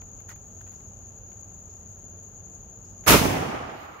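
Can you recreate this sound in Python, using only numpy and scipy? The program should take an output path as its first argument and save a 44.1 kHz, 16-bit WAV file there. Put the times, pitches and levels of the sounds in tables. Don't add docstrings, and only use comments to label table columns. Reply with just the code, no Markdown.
import sys
import numpy as np
from scipy import signal
from scipy.fft import rfft, irfft
from scipy.io import wavfile
from scipy.ndimage import uniform_filter1d

SR = 44100
rng = np.random.default_rng(int(sys.argv[2]) if len(sys.argv) > 2 else 0)


def to_wav(s):
    ch = np.atleast_2d(s).T
    pcm = np.round(np.clip(ch, -1, 1) * 32767)
    wavfile.write(sys.argv[1], SR, pcm.astype(np.int16))


N = 176400
T = np.arange(N) / SR
FREQS = np.maximum(np.arange(N // 2 + 1) * SR / N, 1)
SHOT_S = 3.063

# f/Hz, left minus right/dB
SHOT_BALANCE = [(60, 1.5), (200, -5), (600, -1), (1300, -2.5), (2600, -2), (4500, 2), (6500, 3), (9000, 1),
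                (14000, 3.5)]


def from_db(db):
    return 10 ** (np.asarray(db) / 20)


def rms_one(x):
    return x / np.sqrt(np.mean(x ** 2) + 1e-20)


def at_hz(points, hz):
    f, value = np.transpose(points)
    return np.interp(np.log(hz), np.log(f), value)


def pan(db):
    gains = from_db(np.array([[.5], [-.5]]) * db)
    return gains / np.sqrt(np.mean(gains ** 2, axis=0))


def drift(rate_hz):
    return rms_one(irfft(rfft(rng.standard_normal(N)) / (1 + (FREQS / rate_hz) ** 2), N))


def noise(colour, correlation=None, balance=None):
    mid, side = rfft(rng.standard_normal((2, N)))
    alike = np.clip(at_hz(correlation, FREQS), -1, 1) if correlation else 0
    stereo = np.sqrt(1 + alike) * mid + np.sqrt(1 - alike) * side * np.array([[1], [-1]])
    placement = pan(at_hz(balance, FREQS)) if balance else 1
    return irfft(stereo * placement * from_db(at_hz(colour, FREQS)), N) * np.sqrt(SR) / 2


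def bands(x):
    centres = np.geomspace(50, 14000, 9)
    spectrum = rfft(x)
    for hz, weights in zip(centres, np.eye(len(centres))):
        yield hz, irfft(spectrum * np.interp(np.log(FREQS), np.log(centres), weights), N)


def decay(age, t60):
    return np.exp(-np.log(1000) * np.maximum(age, 0) / t60)


def engine():
    # f/Hz, rms level/dB
    partials = [(93, -53.5), (184, -63.5)]
    wandering_time = np.cumsum(1 + .04 * drift(11.54)) / SR
    hum = 0
    for hz, db in partials:
        amplitude = np.sqrt(2) * from_db(db + 2.5 * drift(9.7))
        hum += amplitude * np.sin(2 * np.pi * hz * wandering_time)
    return hum * pan(db=-3.5)


def air():
    # f/Hz, level/dB per Hz
    colour = [(20, -94), (31, -76), (42, -69.5), (70, -71), (115, -72.5), (150, -78.5), (230, -79.5),
              (290, -85), (420, -83.5), (550, -87), (780, -88), (950, -95), (1300, -94.5), (2100, -106.5),
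              (2800, -103.5), (3500, -110), (4500, -113), (8500, -120), (15000, -115)]
    # f/Hz, correlation (capped at 1)
    correlation = [(130, 1.1), (290, 0.83), (640, 0.73), (1400, 0.01)]
    # f/Hz, left minus right/dB
    balance = [(50, -2.5), (130, -1.5), (1800, -3), (3000, 1)]
    return noise(colour, correlation, balance)


def cicadas():
    # f/Hz, level/dB per Hz
    ring = [(4600, -122), (5900, -103), (6250, -89.5), (6560, -74), (6820, -73), (7150, -86.5),
            (7600, -106), (8500, -130), (10100, -125), (10600, -111), (11300, -122), (12600, -114),
            (13400, -102), (14100, -111), (15500, -122)]
    # f/Hz, left minus right/dB
    balance = [(5000, -5.5), (6800, 6.5), (10600, 6), (13000, -2.5)]
    throb_db = 1.3
    return noise(ring, balance=balance) * from_db(throb_db * drift(35))


def gun_handling():
    # t/s, knock level/dB, tick level/dB, t60/s
    contacts = [(0.018, -46.5, -82, 0.033), (0.201, -53, -58, 0.053), (0.291, -47, -45.5, 0.04),
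                (0.314, -47, -58, 0.09), (.36, -51.5, -57, .03), (.611, -46, -55, 0.035),
                (0.667, -53.5, -65, 0.12), (0.718, -57.5, -60, 0.17), (.804, -56, -64, 0.035),
                (1.318, -49.5, -60, 0.021), (2.23, -73, -58, .025), (3.038, -48, -60, 0.03),
                (3.048, -49.5, -59, 0.061)]
    # f/Hz, relative level/dB
    knock_colour = [(300, -27), (800, 1), (1500, -0.5), (2400, -4.5), (3500, -12), (7000, -24.5)]
    # f/Hz, relative level/dB
    tick_colour = [(1500, -22), (3500, -2), (5200, -1), (8500, -6.5), (13000, 7), (16000, -1.5)]
    knock, tick = rms_one(noise(knock_colour)), rms_one(noise(tick_colour))
    out = 0
    for start, knock_db, tick_db, t60 in contacts:
        envelope = (T >= start) * decay(T - start, t60)
        out += envelope * (from_db(knock_db) * knock + from_db(tick_db) * tick)
    return out * pan(db=-4.5)


def grip_squeak():
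    # f/Hz, level/dB per Hz
    rub = [(900, -125), (1300, -79), (2600, -91), (3600, -95), (6000, -91), (8500, -103), (13000, -99),
           (16000, -101)]
    start, length_s, roughness = .28, 0.0546, 0.055
    progress = np.clip((T - start) / length_s, 0, 1)
    hz = np.interp(progress, [0, 1], [1680, 2153]) * (1 + roughness * drift(410))
    tone = from_db(-53) * np.sin(2 * np.pi * np.cumsum(hz) / SR)
    return np.sin(np.pi * progress) * (tone + noise(rub)) * pan(db=-4.5)


def bird():
    # t/s, dry peak level/dB
    calls = [(.735, -61), (1.695, -62), (2.844, -60)]
    length_s, wet_gain = .02, 1.9
    rasp = 1 + 0.15 * drift(1200)
    chips = np.zeros(N)
    for start, db in calls:
        progress = np.clip((T - start) / length_s, 0, 1)
        hz = np.interp(progress, [0, 1], [6000, 6380]) * rasp
        chips += from_db(db) * np.sin(np.pi * progress) * np.sin(2 * np.pi * np.cumsum(hz) / SR)
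    trees = rms_one(rng.standard_normal((2, N)) * decay(T, t60=0.78)) / np.sqrt(N)
    reverb = signal.fftconvolve(chips[None], trees[:, :SR], axes=1)[:, :N]
    return (chips + wet_gain * reverb) * pan(db=7)


def blast():
    # f/Hz, level/dB per Hz
    colour = [(20, -56), (50, -25), (110, -30), (280, -27), (420, -30.5), (520, -31), (800, -32),
              (1300, -30.5), (1800, -36.5), (2450, -33.5), (3200, -38), (4500, -41), (6300, -39.5),
              (8000, -45), (12000, -39.5), (16000, -43)]
    # f/Hz, correlation
    correlation = [(60, 0.48), (150, 0.73), (400, 0.61), (950, .25), (2400, 0.048)]
    # f/Hz, rise time/s
    attack_left = [(60, .018), (200, 0.033), (700, .035), (1500, 0.041), (4000, 0.027), (7000, 0.017),
                   (12000, 0.033)]
    attack_right = [(60, 0.016), (200, 0.022), (700, 0.017), (1500, .014), (2600, 0.0078), (4500, 0.035),
                    (12000, 0.016)]
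    # f/Hz, t/s after the shot
    hold = [(60, 0.11), (500, 0.087), (1500, 0.077), (5000, 0.08), (12000, 0.053)]
    # f/Hz, t60/s
    collapse = [(60, 0.14), (500, 0.18), (1500, 0.24), (5000, 0.37), (12000, 0.32)]
    start_db, crackle_db = -34, 1.0
    age, roar = T - SHOT_S, 0
    for hz, band in bands(noise(colour, correlation, SHOT_BALANCE)):
        attack_s = np.array([[at_hz(attack_left, hz)], [at_hz(attack_right, hz)]])
        attack = from_db(start_db * np.clip(1 - age / attack_s, 0, 1))
        roar += band * attack * decay(age - at_hz(hold, hz), at_hz(collapse, hz))
    gate = np.clip(age / 0.001, 0, 1)
    return roar * gate * from_db(crackle_db * drift(300))


def rolling_tail():
    # f/Hz, level/dB per Hz
    colour = [(20, -62), (45, -45), (80, -35.5), (170, -34.5), (280, -33), (410, -36), (560, -39),
              (760, -38), (1250, -46), (2000, -48), (3000, -50.5), (4000, -58.5), (6300, -53.5),
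              (8000, -60.5), (15500, -60)]
    # f/Hz, correlation
    correlation = [(60, 0.91), (150, 1), (380, 0.31), (950, -0.085)]
    # f/Hz, t60/s
    ring_out = [(80, 1.54), (300, 1.045), (700, 1.67), (1300, 2.34), (2800, 1.32), (4200, 1.41),
                (8000, 0.7), (15000, 0.65)]
    crest_s, swell_db_per_s = 3.2436, 78
    age, roll = T - crest_s, 0
    for hz, band in bands(noise(colour, correlation, SHOT_BALANCE)):
        lump_db = 2.07 * min(1, 1500 / hz)
        roll += band * decay(age, at_hz(ring_out, hz)) * from_db(lump_db * drift(45))
    swell = from_db(swell_db_per_s * np.minimum(age, 0))
    fade_in = np.clip((T - SHOT_S) / 0.038, 0, 1)
    return roll * swell * fade_in


def tree_slaps():
    # t/s, peak level before dulling/dB, pulse length/s
    slaps = [(3.1435, 14.5, 0.0015), (3.1505, 10.5, 0.0016), (3.1555, 5, 0.0012), (3.215, 4, 0.0043),
             (3.254, 5.5, 0.0032), (3.282, -6, 0.0066)]
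    pulses = np.zeros(N)
    for start, db, length_s in slaps:
        progress = (T - start) / length_s
        pulses += from_db(db) * (1 - 2 * progress) * ((progress >= 0) & (progress < 1))
    dulling = signal.butter(2, 1380, fs=SR, output="sos")
    return signal.sosfilt(dulling, pulses + 1e-18) * pan(db=-10)


def far_echoes():
    # crest t/s, spread/s, centre f/Hz, crest level/dB per Hz
    swells = [(3.265, 0.032, 257, -33.5), (3.33, 0.095, 760, -39.5), (3.53, 0.032, 770, -42),
              (3.55, 0.11, 1220, -49), (3.72, 0.089, 765, -54), (3.88, 0.11, 1210, -56.5),
              (3.8, .04, 2970, -81)]
    width_oct = 0.22
    out = 0
    for crest_s, spread_s, hz, db in swells:
        colour = [(hz * 2 ** (k * width_oct), db - 10 * k * k) for k in range(-3, 4)]
        out += noise(colour) * np.exp(-.5 * ((T - crest_s) / spread_s) ** 2)
    return out * pan(db=-2)


def debris():
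    # f/Hz, level/dB per Hz
    colour = [(2000, -100), (3400, -88), (4300, -88.5), (5200, -95), (9000, -105.5), (12000, -94),
              (15500, -95)]
    flurry_s, spread_s, grain_db = 3.81, 0.047, 1
    flurry = np.exp(-.5 * ((T - flurry_s) / spread_s) ** 2)
    lingering = from_db(1) * np.clip((T - SHOT_S) / (flurry_s - SHOT_S), 0, 1) ** 2
    return noise(colour) * (flurry + lingering) * from_db(grain_db * drift(200))


def scene():
    lawn = engine() + air() + cicadas() + bird()
    gun = gun_handling() + grip_squeak() + blast()
    return lawn + gun + rolling_tail() + tree_slaps() + far_echoes() + debris()


def record(dry):
    threshold_db, release_db_per_s, look_ahead_s = -9.5, 3, 0.0047
    ceiling, cutoff_hz = 1.15, 15700
    power = uniform_filter1d(np.mean(dry ** 2, axis=0), size=880)
    level_db = 10 * np.log10(np.maximum(power, 1e-12))
    over_db = np.maximum(np.interp(T + look_ahead_s, T, level_db) - threshold_db, 0)
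    release_db = release_db_per_s * T
    duck_db = np.maximum.accumulate(over_db + release_db) - release_db
    rounded = ceiling * np.tanh(dry * from_db(-duck_db) / ceiling)
    return signal.sosfilt(signal.ellip(12, .1, 80, cutoff_hz, fs=SR, output="sos"), rounded)


dry = scene()
out = record(dry)
to_wav(out)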